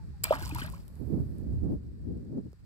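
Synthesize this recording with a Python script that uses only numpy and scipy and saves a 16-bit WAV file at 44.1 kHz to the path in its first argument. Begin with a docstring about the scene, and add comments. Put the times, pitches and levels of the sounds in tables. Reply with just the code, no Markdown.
"""A low two-port microphone by a river: soft hiss, wind rumble, a faint sinking far tone.
At 0.24 s a thrown object slaps into the water close by; at 0.31 s its air cavity pinches off with
a deep plop. The crown of water falls back as bubbles and spray, and the foam fizzes out by 1.6 s.
From 1 s gusts of wind buffet the two ports over the quiet bank; a small dull tick sounds at 2.5 s."""
import sys
import numpy as np
from scipy import signal
from scipy.fft import rfft, irfft, next_fast_len
from scipy.io import wavfile
from scipy.ndimage import uniform_filter1d

SR = 44100
rng = np.random.default_rng(int(sys.argv[2]) if len(sys.argv) > 2 else 0)


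def inscribe(sig):
    """Save sig as 16-bit PCM at rate SR to the path in sys.argv[1].

    A 1-D sig is mono; a 2-D sig holds one channel per row.
    Samples are clipped to [-1, 1] before scaling.
    """
    pcm = np.round(np.clip(np.atleast_2d(sig).T, -1, 1) * 32767)
    wavfile.write(sys.argv[1], SR, pcm.astype(np.int16))


N = 116865
T = np.arange(N) / SR

# Slap and water sheet spectra: f/Hz, level/dB
SLAP_SPECTRUM = [(100, -8.5), (400, -3.5), (1200, -10.5), (2500, 5), (5000, -2.5), (6500, 1.5), (7700, 7),
                 (9500, 5), (12000, 0), (16000, 4.5)]
SHEET_SPECTRUM = [(100, -8), (600, 0), (1500, -12), (3000, -3), (8000, -9.5), (16000, -19)]
# Trapped air pockets: f/Hz, level/dB, decay/s
AIR_POCKETS = [(2355, -33.5, 0.017), (4894, -27.5, .003), (640, -45, .012)]

def impact(entry_s=.2354, rise_s=.002, hold_s=.0068, fall_s=.0016, crack_s=.2407):
    """The surface tears, a sheet of water shoots up, the body cracks down and rings trapped air."""
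    tear = ramp(entry_s, rise_s) * np.exp(-np.maximum(T - entry_s - hold_s, 0) / fall_s)
    crack = fade(crack_s, decay_s=.0008)
    slap = patter(per_s=30000, spread_db=1) * (amp(-26.5) * tear + amp(-15.5) * crack)
    sheet = patter(per_s=12000, spread_db=1.8) * amp(-45.5) * fade(entry_s, decay_s=.031)
    ring = sum(amp(db) * fade(crack_s, decay_s) * np.sin(2 * np.pi * hz * (T - crack_s))
               for hz, db, decay_s in AIR_POCKETS)
    return colour(slap, SLAP_SPECTRUM) + colour(sheet, SHEET_SPECTRUM) + arrive(ring)


# Large bubbles: t/s, f/Hz, level/dB, swell/s, decay/s, glide/(oct/s)
LARGE_BUBBLES = [(.268, 688, -39.5, .003, .008, -5), (0.3077, 580.6, -9.5, 0.002, 0.0071, 6),
                 (.3172, 613, -15, 0.0044, 0.0052, 23), (0.3244, 872, -15, 0.0011, 0.0026, 33),
                 (.3255, 640, -27, 0.00058, 0.0061, 5), (0.328, 1192, -25.5, 0.00035, 0.0053, 15),
                 (.335, 262.4, -39, 0.0015, 0.03, 4), (.352, 887, -37, 0.0015, 0.0086, -10),
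                 (0.354, 1380, -33.5, .001, 0.0028, 0), (.388, 552, -43.5, 0.0014, 0.0077, 40),
                 (0.414, 415, -44, 0.0069, 0.035, -27.5), (0.429, 1600, -38.5, 0.0028, 0.0097, -11.5),
                 (.465, 980, -40.5, .001, .006, 10), (.501, 928, -43.5, 0.00058, 0.012, -11),
                 (0.512, 2570, -34.5, 0.0011, 0.0041, -7), (0.523, 278.4, -33, 0.0013, 0.018, 5.5),
                 (0.5554, 887, -25.5, 0.006, 0.006, 19), (.585, 1180, -28.5, 0.00033, 0.0019, 11),
                 (0.596, 2650, -42, 0.00066, 0.0068, -12), (0.617, 3160, -32, 0.0011, 0.0038, -13),
                 (0.617, 1485, -36, 0.0023, 0.013, 20.5), (.620, 292, -33, 0.0016, 0.007, -18),
                 (.640, 608, -45.5, 0.0028, 0.02, 4.5), (0.646, 1570, -44, 0.0024, 0.016, 6.5),
                 (.724, 530, -58.5, 0.002, 0.045, 2), (0.735, 960, -41.5, 0.0025, 0.0075, 27.5)]

def plops(wobble_oct=.07, wobble_onset_s=.012):
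    """Each large bubble swells, rings and glides, wobbling more as churning water deforms it."""
    out = np.zeros(N)
    for start_s, hz, db, swell_s, decay_s, glide_oct_per_s in LARGE_BUBBLES:
        t = np.maximum(T - start_s, 0)
        wobble = wobble_oct * drift(.003) * np.minimum(t / wobble_onset_s, 1) ** 2
        pitch_hz = hz * 2 ** (glide_oct_per_s * np.minimum(t, 3 * decay_s) + wobble)
        envelope = ramp(start_s, swell_s) * fade(start_s, decay_s)
        out += amp(db) * envelope * sine(pitch_hz * (t > 0))
    return arrive(out)


# Small bubble envelope: t/s, level/dB
SWARM_LEVEL = [(.245, -39.5), (.29, -50), (.31, -39.5), (.335, -38), (.36, -48), (.385, -49.5), (.44, -54),
               (.54, -55), (.59, -46), (.63, -49.5), (.68, -54), (.72, -71), (.77, -60.5), (.82, -83),
               (.95, -93)]

def bubble_swarm(per_s=980, low_hz=746, high_hz=3800, sizes=28, decay_cycles=4.5, tilt_db_per_oct=-.5):
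    """Many small bubbles, each a few cycles of a rising tone."""
    t = np.arange(SR // 20) / SR
    strength = level(SWARM_LEVEL)
    pitches_hz = np.geomspace(low_hz, high_hz, sizes)
    shares = unit(amp(tilt_db_per_oct * np.log2(pitches_hz))) / np.sqrt(sizes)
    out = np.zeros(N)
    for hz, share in zip(pitches_hz, shares):
        age = t * hz / decay_cycles
        ring = (1 - np.exp(-5 * age)) * np.exp(-age) * sine(hz * (1 + .11 * age))
        births = clicks(per_s / sizes, spread_db=2.5) * strength
        out += share * signal.oaconvolve(births, ring / np.linalg.norm(ring))[:N]
    return arrive(out)


# Spray envelope, surging again as the crown collapses: t/s, level/dB
SPRAY_LEVEL = [(.25, -47), (.29, -59), (.33, -46.5), (.355, -43), (.37, -56.5), (.43, -47.5), (.48, -52.5),
               (.53, -54), (.565, -51.5), (.598, -47.5), (.64, -50), (.69, -67.5), (.73, -60), (.8, -65),
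               (.9, -90), (1.1, -82)]
# Spray spectrum: f/Hz, level/dB
SPRAY_SPECTRUM = [(100, 5.5), (500, 0), (1500, 2), (3000, -2.5), (5000, -1), (8000, -1.5), (12000, -7.5),
                  (16000, -5.5)]

def spray(per_s=6000, spread_db=5.5, ping_share=.65, clump_db=3.2):
    """Spray falls back in clumps of pings and ticks."""
    clumps = unit(amp(clump_db * drift(.006)))
    ringing = np.sqrt(ping_share) * pings(per_s, spread_db)
    ticking = np.sqrt(1 - ping_share) * patter(per_s, spread_db)
    return colour((ringing + ticking) * clumps * level(SPRAY_LEVEL), SPRAY_SPECTRUM)


def pings(per_s, spread_db, low_hz=2300, high_hz=15000, sizes=24, decay_cycles=2.5):
    """Each landing droplet rings briefly at a pitch set by its size."""
    t = np.arange(SR // 100) / SR
    out = np.zeros(N)
    for hz in np.linspace(low_hz, high_hz, sizes):
        ring = np.exp(-t * hz / decay_cycles) * np.sin(2 * np.pi * hz * t)
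        out += signal.oaconvolve(clicks(per_s / sizes, spread_db), unit(ring))[:N]
    return unit(arrive(out))


# Single drops: t/s, level/dB, left minus right/dB, decay/s
SINGLE_DROPS = [(0.293, -43, -6, 0.0016), (0.324, -38.5, 4, 0.0034), (0.353, -45, -4, 0.0026),
                (0.395, -47, 16, 0.0029), (0.4249, -43.5, -9, 0.0022), (0.4921, -38.5, 1, 0.0038),
                (0.548, -34, 6.5, 0.0027), (0.583, -46, 20, 0.0041), (0.599, -38.5, 9, 0.0028),
                (0.6355, -46, -11, 0.0026), (.662, -45.5, 15, 0.0034), (0.6999, -43.5, 2, .0015),
                (0.7232, -48, -9, 0.0031), (0.7635, -57, 24, .0008), (0.8796, -48, 3, 0.0022),
                (.955, -55.5, -13, .001), (1.3835, -47, 11, 0.00058), (2.016, -69, 5.5, .0006)]
# Drop spectrum: f/Hz, level/dB
DROP_SPECTRUM = [(200, -11.5), (1500, -4), (5000, -4.5), (9000, 5), (16000, -6)]

def drops(gain_db=-2, rise_s=.00023):
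    """Single loud drops land, each a short noise burst."""
    envelope = np.zeros((2, N))
    for start_s, db, pan_db, decay_s in SINGLE_DROPS:
        envelope += amp(db + gain_db + lean(pan_db)) * ramp(start_s, rise_s) * fade(start_s, decay_s)
    return colour(patter(per_s=30000, spread_db=1) * envelope, DROP_SPECTRUM)


# Foam envelope: t/s, level/dB
FOAM_LEVEL = [(.4, -76), (.65, -60), (.8, -64.5), (1.0, -62), (1.2, -64.5), (1.4, -68), (1.6, -88),
              (2.0, -94), (2.6, -104)]
# Foam spectrum: f/Hz, level/dB
FOAM_SPECTRUM = [(300, 21), (3000, -10), (6000, -15.5), (9000, -3), (12000, -1), (16000, -11.5)]

def foam():
    """Foam bursts in a fizz of tiny clicks."""
    return colour(patter(per_s=1400, spread_db=2) * level(FOAM_LEVEL), FOAM_SPECTRUM)


def echo(x, gain_db=-20, delay_s=.009, decay_s=.03):
    """Short, weak scatter off the water and the bank."""
    tail = (rng.standard_normal((2, N)) * fade(delay_s, decay_s))[:, :SR // 2]
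    return amp(gain_db) * signal.fftconvolve(x, tail / np.linalg.norm(tail[0]), axes=1)[:, :N]


# Wind rumble envelope: t/s, level/dB
RUMBLE_LEVEL = [(0, -44.5), (.17, -45.5), (.33, -42), (.55, -38), (.7, -42.5), (.88, -48.5), (1.0, -44.5),
                (1.2, -33), (1.38, -43), (1.53, -33), (1.73, -35.5), (1.8, -42), (1.97, -46), (2.08, -39.5),
                (2.27, -48), (2.38, -48), (2.5, -48.5), (2.56, -59.5), (2.65, -51.5)]
# Gust envelope: t/s, level/dB, left minus right/dB
GUSTS = [(.93, -98, 2), (1.003, -47, -22.5), (1.058, -50, -18.5), (1.119, -36, -12), (1.182, -34.5, -4),
         (1.25, -47, -0.5), (1.34, -50.5, -7), (1.5, -42, -4), (1.6, -53, -3.5), (1.648, -38, -18.5),
         (1.689, -36, -2.5), (1.733, -32, 4), (1.79, -51.5, -1.5), (1.941, -55, 1), (2.032, -53.5, 6.5),
         (2.091, -39, 5.5), (2.24, -47.5, 0.5), (2.331, -41, 3.5), (2.387, -32.5, -1.5), (2.426, -55, 2),
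         (2.47, -43.5, 5), (2.54, -81, -1.5)]
# Turbulence spectra: f/Hz, level/dB
RUMBLE_SPECTRUM = [(15, -35), (30, -17), (50, -3), (70, 2), (100, -5.5), (160, -9), (250, -21),
                   (400, -32.5), (800, -51.5), (2000, -72.5)]
BUFFET_SPECTRUM = [(30, -30), (60, -19), (110, 0), (165, 3), (280, 0), (420, -10.5), (600, -27.5),
                   (900, -46.5), (1500, -71.5)]
RASP_SPECTRUM = [(100, -7.5), (300, 4), (450, 2.5), (650, -7.5), (1000, -23.5), (1600, -37.5),
                 (3000, -61.5)]

def wind(rumble_db=2, buffet_db=3, rasp_db=-43, rasp_ref_db=-32, rasp_growth=1.4):
    """Rumble throughout; gusts swing from the right port towards the left and rasp when strong."""
    times_s, db, pan_db = np.transpose(GUSTS)
    lean_db = lean(np.interp(T, times_s, pan_db))
    gust_db = np.interp(T, times_s, db) + lean_db
    rumble = eddies(RUMBLE_SPECTRUM) * level(RUMBLE_LEVEL) * amp(rumble_db + .6 * lean_db)
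    buffet = eddies(BUFFET_SPECTRUM) * amp(buffet_db + gust_db)
    rasp = eddies(RASP_SPECTRUM) * amp(rasp_db + rasp_growth * (gust_db - rasp_ref_db))
    return rumble + buffet + rasp


def eddies(spectrum, lump_db=1.8, lump_s=.02):
    """Lumpy turbulence of steady overall strength, independent at the two ports."""
    noise = colour(rng.standard_normal((2, N)), spectrum)
    noise /= np.sqrt(uniform_filter1d(noise ** 2, SR // 20))
    return unit(noise * amp(lump_db * np.array([drift(lump_s), drift(lump_s)])))


# Tick spectrum: f/Hz, level/dB
TICK_SPECTRUM = [(100, -4), (400, 24), (650, 9.5), (1000, 4.5), (2500, -17), (5000, -2.5), (8000, -4),
                 (16000, -10.5)]

def tick(start_s=2.5302):
    """A small dull tick near the microphone."""
    burst = rng.standard_normal(N) * amp(-45.5) * fade(start_s, decay_s=.001)
    return colour(arrive(burst), TICK_SPECTRUM)


# Far tone: t/s, f/Hz, level/dB
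FAR_TONE = [(0, 880, -58), (0.088, 858, -100), (0.148, 830, -68), (.19, 760, -77)]
# Hiss envelope: t/s, level/dB
HISS_LEVEL = [(0, -70.5), (1.4, -73), (1.85, -77), (2.2, -75.5), (2.65, -77)]
# Hiss spectrum: f/Hz, level/dB
HISS_SPECTRUM = [(100, 4), (500, 2.5), (1000, 4.5), (1800, 4.5), (2400, 2.5), (3000, -5.5), (3900, 0.5),
                 (4700, -2), (6400, -2), (8000, -4), (12000, -11.5), (16000, -25)]

def bank(flicker_db=2):
    """Soft outdoor hiss; at the start a faint, unsteady far tone sinks."""
    times_s, hz, db = np.transpose(FAR_TONE)
    pitch_hz = np.interp(T, times_s, hz) * (1 + .008 * drift(.01))
    tone_db = np.interp(T, times_s, db, right=-150) + flicker_db * drift(.0067)
    hiss = level(HISS_LEVEL) * colour(rng.standard_normal((2, N)), HISS_SPECTRUM)
    return hiss + amp(tone_db) * sine(pitch_hz)


# Right port delay: f/Hz, lag/ms
RIGHT_LAG = [(600, 0.23), (1200, 0.17), (2000, 0.26), (3000, 0.25), (4500, 0.16), (7500, 0.17),
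             (14000, 0.12)]

def arrive(x, lag_scale=1):
    """Sound reaches the left port first, the right one slightly later."""
    size = next_fast_len(N + SR // 10)
    hz = np.fft.rfftfreq(size, 1 / SR)
    lag_s = lag_scale * np.interp(hz, *np.transpose(RIGHT_LAG)) / 1000
    right = irfft(rfft(x, size) * np.exp(-2j * np.pi * hz * lag_s), size)[:N]
    return np.array([x, right])


def patter(per_s, spread_db, directions=5, lag_spread=.33):
    """Clicks from several directions across the splash."""
    lag_scales = 1 + lag_spread * np.linspace(-1, 1, directions)
    return unit(sum(arrive(clicks(per_s / directions, spread_db), scale) for scale in lag_scales))


def clicks(per_s, spread_db):
    """Random clicks, mostly small, a few large."""
    size = amp(spread_db * np.minimum(rng.exponential(1, N), 4))
    return unit(size * rng.choice([-1, 1], N) * (rng.random(N) < per_s / SR))


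def colour(x, spectrum, keep_power=True):
    """Minimum-phase filter through (f/Hz, level/dB) points."""
    hz, db = np.transpose(spectrum)
    bins_hz = abs(np.fft.fftfreq(8192, 1 / SR))
    gain = amp(np.interp(np.log(bins_hz + 1), np.log(hz + 1), db))
    log_gain = np.log(unit(gain) if keep_power else gain)
    taps = np.fft.ifft(np.exp(np.conj(signal.hilbert(log_gain)))).real
    return signal.fftconvolve(x, taps[None, :len(taps) // 2], axes=1)[:, :N]


def level(curve):
    """Gain along (t/s, level/dB) points; silent before a late start."""
    times_s, db = np.transpose(curve)
    return amp(np.interp(T, times_s, db, left=-150 if times_s[0] > .1 else db[0]))


def drift(span_s):
    """Smooth random motion, rms 1, changing over about span_s."""
    size = max(int(span_s * SR), 2)
    return unit(uniform_filter1d(uniform_filter1d(rng.standard_normal(N), size), size // 2))


def ramp(start_s, rise_s):
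    """Linear rise from 0 to 1."""
    return np.clip((T - start_s) / rise_s, 0, 1)


def fade(start_s, decay_s):
    """Sudden start, exponential decay."""
    return (T >= start_s) * np.exp(-np.maximum(T - start_s, 0) / decay_s)


def sine(hz):
    """Sine along a pitch track."""
    return np.sin(2 * np.pi * np.cumsum(hz) / SR)


def lean(pan_db):
    """Left-minus-right level to an offset per port."""
    return np.array([[.5], [-.5]]) * pan_db


def amp(db):
    """Decibels to gain."""
    return 10 ** (np.asarray(db) / 20)


def unit(x):
    """Scale to rms 1."""
    return x / np.sqrt(np.mean(x ** 2) + 1e-20)


def scene():
    """Splash and echo, bank, wind, last tick."""
    splash = impact() + plops() + bubble_swarm() + spray() + foam() + drops()
    return splash + echo(splash) + bank() + wind() + tick()


# Port responses: f/Hz, left level/dB, right level/dB
PORT_RESPONSE = [(300, 0, 0.5), (1840, 2, 4), (2100, -1.5, -2), (2500, 2, -2), (3000, 1.5, -2.5),
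                 (3610, 0.5, -8), (4600, 5, 6), (5940, -0.5, -5), (6530, -14.5, -2.5), (7330, -13, 2.5),
                 (8080, -5, 6.5), (9200, -7, -2.5), (11500, 4.5, 1.5), (14600, 1.5, 2.5)]

def record(dry):
    """Each port colours the sound in its own way; then the band limit."""
    hz, left_db, right_db = np.transpose(PORT_RESPONSE)
    heard = np.vstack([colour(x[None], np.c_[hz, db], keep_power=False)
                       for x, db in zip(dry, (left_db, right_db))])
    lowpass = signal.firwin(255, cutoff=15650, window=("kaiser", 8), fs=SR)
    return signal.oaconvolve(heard, lowpass[None], "same")


dry = scene()
out = record(dry)
inscribe(out)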